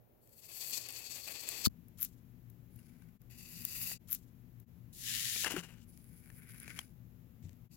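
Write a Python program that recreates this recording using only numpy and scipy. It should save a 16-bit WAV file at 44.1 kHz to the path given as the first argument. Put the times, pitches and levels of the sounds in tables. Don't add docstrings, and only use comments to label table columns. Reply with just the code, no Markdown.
import sys
import numpy as np
from scipy import signal
from scipy.fft import rfft, irfft, next_fast_len
from scipy.io import wavfile
from scipy.ndimage import uniform_filter1d

SR = 44100
rng = np.random.default_rng(int(sys.argv[2]) if len(sys.argv) > 2 else 0)


def master_out(mix):
    frames = np.transpose(np.atleast_2d(mix))
    ceiling = np.clip(frames, -1, 1)
    pcm = np.round(ceiling * 32767).astype(np.int16)
    wavfile.write(sys.argv[1], SR, pcm)


def rack_gain(trim_db):
    fader = np.asarray(trim_db, float)
    return 10 ** (fader / 20)


N = 342216

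# t/s, dip/dB, half width/s
SCENE_CHANGES = [
    (1.692, 26, 0.0089),
    (3.187, 20.5, 0.03),
    (3.988, 26, 0.026),
    (4.657, 19, 0.031),
    (7.689, 22, 0.033),
]
HAND_FREQS = [300, 800, 1300, 1900, 2700, 3700, 4800, 7500, 8800, 10000, 11500, 13500, 15500]
# left/dB, right/dB
FIRST_CUT_EQ = [(-4, -14), (-6.5, -21.5), (-16.5, -21.5), (-5, -29.5), (-5.5, -53), (-5, -36.5),
                (-3, -30.5), (2.5, -29.5), (-4, -20.5), (-8, -8.5), (-3, -9), (0.5, -15.5), (-6, -20.5)]


def colour(x, hz, eq, modes):
    size = next_fast_len(x.shape[1] + 2048)
    f = np.arange(size // 2 + 1) * SR / size + 0.00086
    levels_db = [np.interp(np.log(f), np.log(hz), side) for side in np.transpose(eq)]
    gain = rack_gain(np.array(levels_db)) * np.minimum(f / hz[0], 1) ** 2
    for centre, width, db in modes:
        resonance = 1 / (1 + 1j * (f ** 2 - centre ** 2) / (f * width))
        gain = gain * (1 + (rack_gain(db) - 1) * resonance)
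    return irfft(rfft(x, size) * gain, size)[:, :x.shape[1]]


def low(x, hz):
    return signal.sosfiltfilt(signal.butter(3, hz, fs=SR, output="sos"), x)


def unit(x):
    return x / np.sqrt(np.mean(x.mean(axis=0) ** 2))


def walk(n, rate):
    hold = int(SR / rate)
    levels = np.repeat(rng.standard_normal(n // hold + 1), hold)
    return 1.08 * uniform_filter1d(levels, hold)[:n]


def pair(a, b, alike):
    alike = np.clip(alike, 0, 1)
    return np.array([a, alike * np.roll(a, 4) + np.sqrt(1 - alike ** 2) * b])


def add(out, t0, x):
    i = int(t0 * SR)
    out[:, i:i + x.shape[1]] += x[:, :N - i]


def rasp(curve, eq, modes, cells, scatter_db, flutter_db, alike):
    s, *columns = np.transpose(curve)
    n = int((s[-1] - s[0]) * SR)
    hit = rng.random((2, n)) < cells / SR
    size = rng.standard_normal((2, n)) * rack_gain(scatter_db * rng.exponential(size=(2, n)))
    bursts = pair(*(hit * size), alike) * rack_gain(flutter_db * walk(n, 70))
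    x = colour(bursts, HAND_FREQS, eq, modes)

    body, below = low(x, 3300), low(x, 9000)
    t = s[0] + np.arange(n) / SR
    rasp_db, sizzle_db, body_db = (np.interp(t, s, c) for c in columns)
    body_size = np.std((body - low(body, 900)).mean(axis=0))
    parts = (unit(below - body),
             rack_gain(sizzle_db) * unit(x - below),
             rack_gain(body_db) * body / body_size)
    x = sum(part * rack_gain(flutter_db * walk(n, 40)) for part in parts)

    to_edge = np.minimum(np.arange(n), np.arange(n)[::-1])
    fade = np.minimum(1, to_edge / (0.0062 * SR))
    return s[0], x * rack_gain(rasp_db) * fade


def ticks(events, eq, rise_s, ring_db):
    out, t = np.zeros((2, N)), np.arange(2600) / SR
    for s, db, hz, t60 in events:
        fall = (1 - np.exp(-t / rise_s)) * np.exp(-np.log(1000) * t / t60)
        noise = pair(*rng.standard_normal((2, len(t))), 0.7)
        crack = colour(noise * fall, HAND_FREQS, eq, [])
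        sides = np.abs(crack).max(axis=1, keepdims=True)
        ring = sides * fall * np.sin(2 * np.pi * hz * t)
        x = crack + rack_gain(ring_db) * ring
        add(out, s, rack_gain(db) * x / np.abs(x.mean(axis=0)).max())
    return out


def blade_cuts():
    # t/s, rasp 3.3-9 kHz/dB, sizzle above it re rasp/dB, body below it re rasp/dB
    first_cut = [(0.2, -90.5, 14, -10), (0.496, -61.5, 7, -5.5), (0.776, -44.5, 1.5, -11.5),
                 (0.8, -57.5, -0.5, -10), (1.638, -47, -0.5, -6.5), (1.66, -28.5, -1, -20)]
    second_cut = [(3.295, -70, 5.5, -2), (3.927, -49.5, 8, -6.5), (3.98, -68.5, -6, -1)]
    third_cut = [(7.7, -98, 4, -7), (7.714, -75, 3, -7), (7.76, -67.5, 2.5, -22)]
    # left/dB, right/dB
    later_eq = [(-15, -25.5), (-23, -28.5), (-20, -32), (-16.5, -18), (-10.5, -27), (-10, -23.5),
                (-9.5, -18), (-2.5, -18), (-12.5, -13), (-5.5, -7.5), (-3, -5), (1.5, -7), (-2.5, -14)]
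    # f/Hz, width/Hz, gain/dB
    first_blade = [(1150, 110, 5.5), (2570, 220, 10), (3470, 88, 6), (4480, 220, 14.5), (7730, 300, 4),
                   (9500, 450, -11.5)]
    later_blade = [(1960, 110, 6.5), (2640, 190, 11), (3200, 440, -26), (4660, 210, 11.5), (8900, 350, -8),
                   (12200, 400, 1)]
    # t/s, peak/dB, ring f/Hz, t60/s
    nicks = [(0.2743, -51, 12400, 0.008), (0.2927, -53, 12400, 0.008), (0.6419, -45, 13300, 0.008),
             (0.8869, -30, 11200, 0.008), (0.9048, -36, 8540, 0.0071), (0.9248, -33.5, 8760, 0.008),
             (1.489, -19.5, 7470, 0.0054), (3.2171, -52, 14800, 0.008), (3.3099, -50, 11300, 0.0096),
             (3.6506, -19.5, 14850, 0.01), (3.9245, -34, 7460, 0.0077), (6.5295, -59, 11400, 0.008),
             (6.6004, -36, 10000, 0.012)]

    out = ticks(nicks, later_eq, rise_s=0.0002, ring_db=-1.0)
    add(out, *rasp(first_cut, FIRST_CUT_EQ, first_blade, cells=14000, scatter_db=1.16, flutter_db=2.5, alike=0.43))
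    add(out, *rasp(second_cut, later_eq, later_blade, cells=12000, scatter_db=-2.0, flutter_db=1.66, alike=0.33))
    add(out, *rasp(third_cut, later_eq, later_blade, cells=11000, scatter_db=1.5, flutter_db=-0.2, alike=0.38))
    return out


def blade_snap():
    # t/s, peak/dB, ring f/Hz, t60/s
    snaps = [
        (1.6515, -22.5, 4480, 0.019),
        (1.655, -17.5, 4610, 0.013),
        (1.66, -14, 4290, .015),
        (1.664, -22, 4700, 0.016),
        (1.6675, -23.5, 4480, 0.0097),
        (1.68, -39, 4700, 0.0049),
    ]
    # left/dB, right/dB
    snap_eq = [(-26, -31), (-30.5, -29), (-26, -7.5), (-25.5, -22), (-19.5, -23), (-5.5, -13.5),
               (-2.5, -15), (-7.5, -18.5), (-24, -13.5), (-23.5, -7), (-15.5, -9), (-16, -9.5),
               (-5.5, -13.5)]
    return ticks(snaps, snap_eq, rise_s=0.0006, ring_db=-5.0)


def strip_peel():
    # t/s, rasp/dB, sizzle re rasp/dB, body re rasp/dB
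    peel = [(1.97, -74.5, 1, -12), (2.02, -50, 11, -7.5), (2.2, -102, 1.8, -6)]
    # t/s, peak/dB, ring f/Hz, t60/s
    tears = [(1.8826, -46, 11830, 0.015), (1.984, -43, 11000, 0.015), (2.0034, -33, 12650, 0.015),
             (2.0113, -26, 11600, 0.015), (2.0185, -23.5, 12070, 0.021), (2.0274, -16.5, 11700, 0.017),
             (2.0347, -27, 12590, 0.018), (2.0404, -29.5, 12200, 0.015), (2.047, -25, 12400, 0.015),
             (2.4992, -48.5, 15000, 0.015), (2.7591, -46.5, 15000, 0.015)]
    # left/dB, right/dB
    peel_eq = [(-18.5, -41.5), (-37, -54), (-20.5, -35.5), (-22.5, -40.5), (-19, -29.5), (-20.5, -36.5),
               (-20, -38), (-14, -32.5), (-22, -21.5), (-13.5, -17.5), (-5.5, -9), (0.5, -10.5),
               (-0.5, -19)]

    out = ticks(tears, peel_eq, rise_s=0.0009, ring_db=-5.5)
    add(out, *rasp(peel, peel_eq, [], cells=8800, scatter_db=2.0, flutter_db=6.5, alike=0.61))
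    return out


def boards():
    # t/s, rasp/dB, sizzle re rasp/dB, body re rasp/dB
    rub = [(2.7, -97, 15, 4), (2.798, -78.5, 7.2, -5.5), (3.1, -90.5, 1, 8)]
    sweep = [(4.925, -69.5, 8, -15), (5.083, -46.5, 0.5, -2.5), (5.44, -43.5, 0.5, -6.5)]
    rattle = [(5.43, -65, -1, -8), (5.44, -45, -0.88, 4), (5.85, -84, 1, 3.5)]
    place = [(5.87, -80.5, 10.3, -13), (6.438, -79.5, 12.4, 9.5), (6.784, -62, 0.76, 5.5), (6.93, -87, 3.7, -17)]
    lift = [(7.42, -86, 6, 6), (7.452, -74.5, -7, -1.5), (7.58, -92.5, 6, -1)]
    # left/dB, right/dB
    sweep_eq = [(-31.5, -39), (-40, -44), (-20.5, -40), (-9, -18.5), (-5.5, -19.5), (0, -8.5), (0.5, -8.5),
                (2.5, -16.5), (-5.5, -5.5), (-2.5, -2), (-3.5, -4), (-1, -13.5), (-6, -12.5)]
    rattle_eq = [(-6.5, -14), (-5, -18), (-6.5, -16.5), (-3.5, -13.5), (-5, -18), (-11, -22.5),
                 (-10.5, -26.5), (-8.5, -30), (-15, -21), (-10.5, -22), (-12, -18), (-13.5, -33),
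                 (-15.5, -33)]
    place_eq = [(1, -17.5), (-24, -21), (-6, -27), (-1, -9), (-7.5, -18), (-13, -16.5), (-12.5, -33),
                (-9, -37), (-18.5, -18), (-3, 0), (-6, -11), (-10.5, -14), (-7.5, -25)]
    # f/Hz, width/Hz, gain/dB
    sliding_modes = [(1800, 250, 6), (2880, 300, 3.5), (8300, 400, -8)]
    loose_modes = [(325, 120, 4.7), (1550, 250, 4.2), (2870, 220, 10.2)]
    stack_modes = [(1520, 78, 9.4), (2270, 220, 9.6), (4900, 400, 5.7)]
    # t/s, peak/dB, ring f/Hz, t60/s
    taps = [(2.7886, -58.5, 2800, 0.018), (3.0215, -56.5, 1560, 0.018), (3.9143, -38, 1990, 0.018),
            (5.3604, -32.5, 2380, 0.027), (5.4354, -36.5, 2950, 0.038), (5.4455, -24.5, 1720, 0.025),
            (5.5643, -30, 1424, 0.02), (5.5804, -38, 2700, 0.021), (5.6024, -50.5, 1500, 0.018),
            (6.3006, -48.5, 1750, 0.018), (6.6784, -36.5, 2370, 0.019), (6.7301, -73, 2217, 0.016),
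            (6.7895, -28, 3180, 0.015), (6.8144, -49, 2870, 0.018)]

    out = ticks(taps, rattle_eq, rise_s=0.00054, ring_db=-0.5)
    add(out, *rasp(rub, place_eq, stack_modes, cells=8000, scatter_db=2.5, flutter_db=2.5, alike=0.36))
    add(out, *rasp(sweep, sweep_eq, sliding_modes, cells=15000, scatter_db=2.2, flutter_db=-0.1, alike=0.19))
    add(out, *rasp(rattle, rattle_eq, loose_modes, cells=6000, scatter_db=-2.0, flutter_db=3.5, alike=0.71))
    add(out, *rasp(place, place_eq, stack_modes, cells=6100, scatter_db=3.0, flutter_db=2.5, alike=0.48))
    add(out, *rasp(lift, FIRST_CUT_EQ, [], cells=12000, scatter_db=4.0, flutter_db=1.5, alike=0.3))
    return out


def table_thuds():
    # t/s, peak/dB, f/Hz, t60/s, left minus right/dB
    blows = [
        (1.6714, -20.5, 210, .03, 11),
        (1.6705, -23.5, 95, .07, 5.5),
        (5.54, -34.5, 302, 0.092, 9),
        (5.565, -33.5, 368, 0.066, 8),
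        (5.581, -38, 174, 0.13, 8),
        (7.44, -42, 92, 0.25, 7.5),
        (7.453, -44.5, 162, 0.11, 14),
    ]
    out, t = np.zeros((2, N)), np.arange(13000) / SR
    for s, db, hz, t60, pan_db in blows:
        fall = np.exp(-np.log(1000) * t / t60) * (1 - np.exp(-t / 0.00033))
        swing = -np.sin(2 * np.pi * hz * t) * fall
        is_close = s < SCENE_CHANGES[0][0]
        sign = np.array([[1], [-1 if is_close else 1]])
        sides_db = db + np.array([[pan_db], [-pan_db]]) / 2
        add(out, s, sign * rack_gain(sides_db) * swing)
    return out


def room(eq, db, alike_hz):
    room_freqs = [25, 60, 120, 250, 400, 600, 1200, 2500, 4500, 7500, 8700, 10500, 12500, 15500]
    # f/Hz, width/Hz, gain/dB
    fan_tones = [(118, 7.9, 11.64), (171.7, 9, 10), (236.4, 13, 10)]
    a, b = rng.standard_normal((2, N))
    b = b - low(b, alike_hz) + 1.1 * low(a, alike_hz) + 0.48 * low(b, alike_hz)
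    return rack_gain(db) * unit(colour(np.array([a, b]), room_freqs, eq, fan_tones))


def background():
    # left/dB, right/dB
    close_eq = [(-30.5, -13.5), (-20, -1), (-17.5, -2.5), (-13, -12.5), (-5, -11.5), (-5.5, -15.5),
                (-24.5, -23), (-26, -33), (-35.5, -34.5), (-33.5, -43), (-45.5, -43), (-32.5, -28),
                (-20, -30.5), (-20, -28.5)]
    later_eq = [(-9, -29.5), (-1.5, -19), (-3.5, -20), (-10, -26), (-20, -31), (-28, -32), (-34.5, -39),
                (-37.5, -41), (-45, -46.5), (-42, -56), (-56, -57.5), (-41.5, -42.5), (-34, -39),
                (-35, -40.5)]
    # t/s, level/dB
    rumble = [
        (0.0, -67.5),
        (1.576, -61),
        (1.66, -55),
    ]
    t = np.arange(N) / SR
    close = room(close_eq, -69, alike_hz=150)
    resting_bass_db = -68
    shake = rack_gain(np.interp(t, *np.transpose(rumble)) - resting_bass_db) - 1
    close = close + shake * low(close, 350)
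    later = room(later_eq, -57.5, alike_hz=420)
    return np.where(t < SCENE_CHANGES[0][0], close, later)


def scene():
    out = blade_cuts() + blade_snap() + strip_peel() + boards() + table_thuds() + background()
    first, again, end = (round(s * SR) for s in (1.888, 3.988, 4.658))
    out[:, again:end] = out[:, first:first + end - again]
    t = np.arange(N) / SR
    for s, dip_db, half_s in SCENE_CHANGES:
        out *= np.clip(np.abs(t - s) / half_s, rack_gain(-dip_db), 1)
    return out


def band_limit(x):
    return signal.sosfilt(signal.butter(12, 16630, fs=SR, output="sos"), x)


def record(dry):
    top = signal.ellip(8, 0.2, 60, 16000, fs=SR, output="sos")
    mix = signal.sosfilt(top, dry)
    return band_limit(mix)


dry = scene()
out = record(dry)
master_out(out)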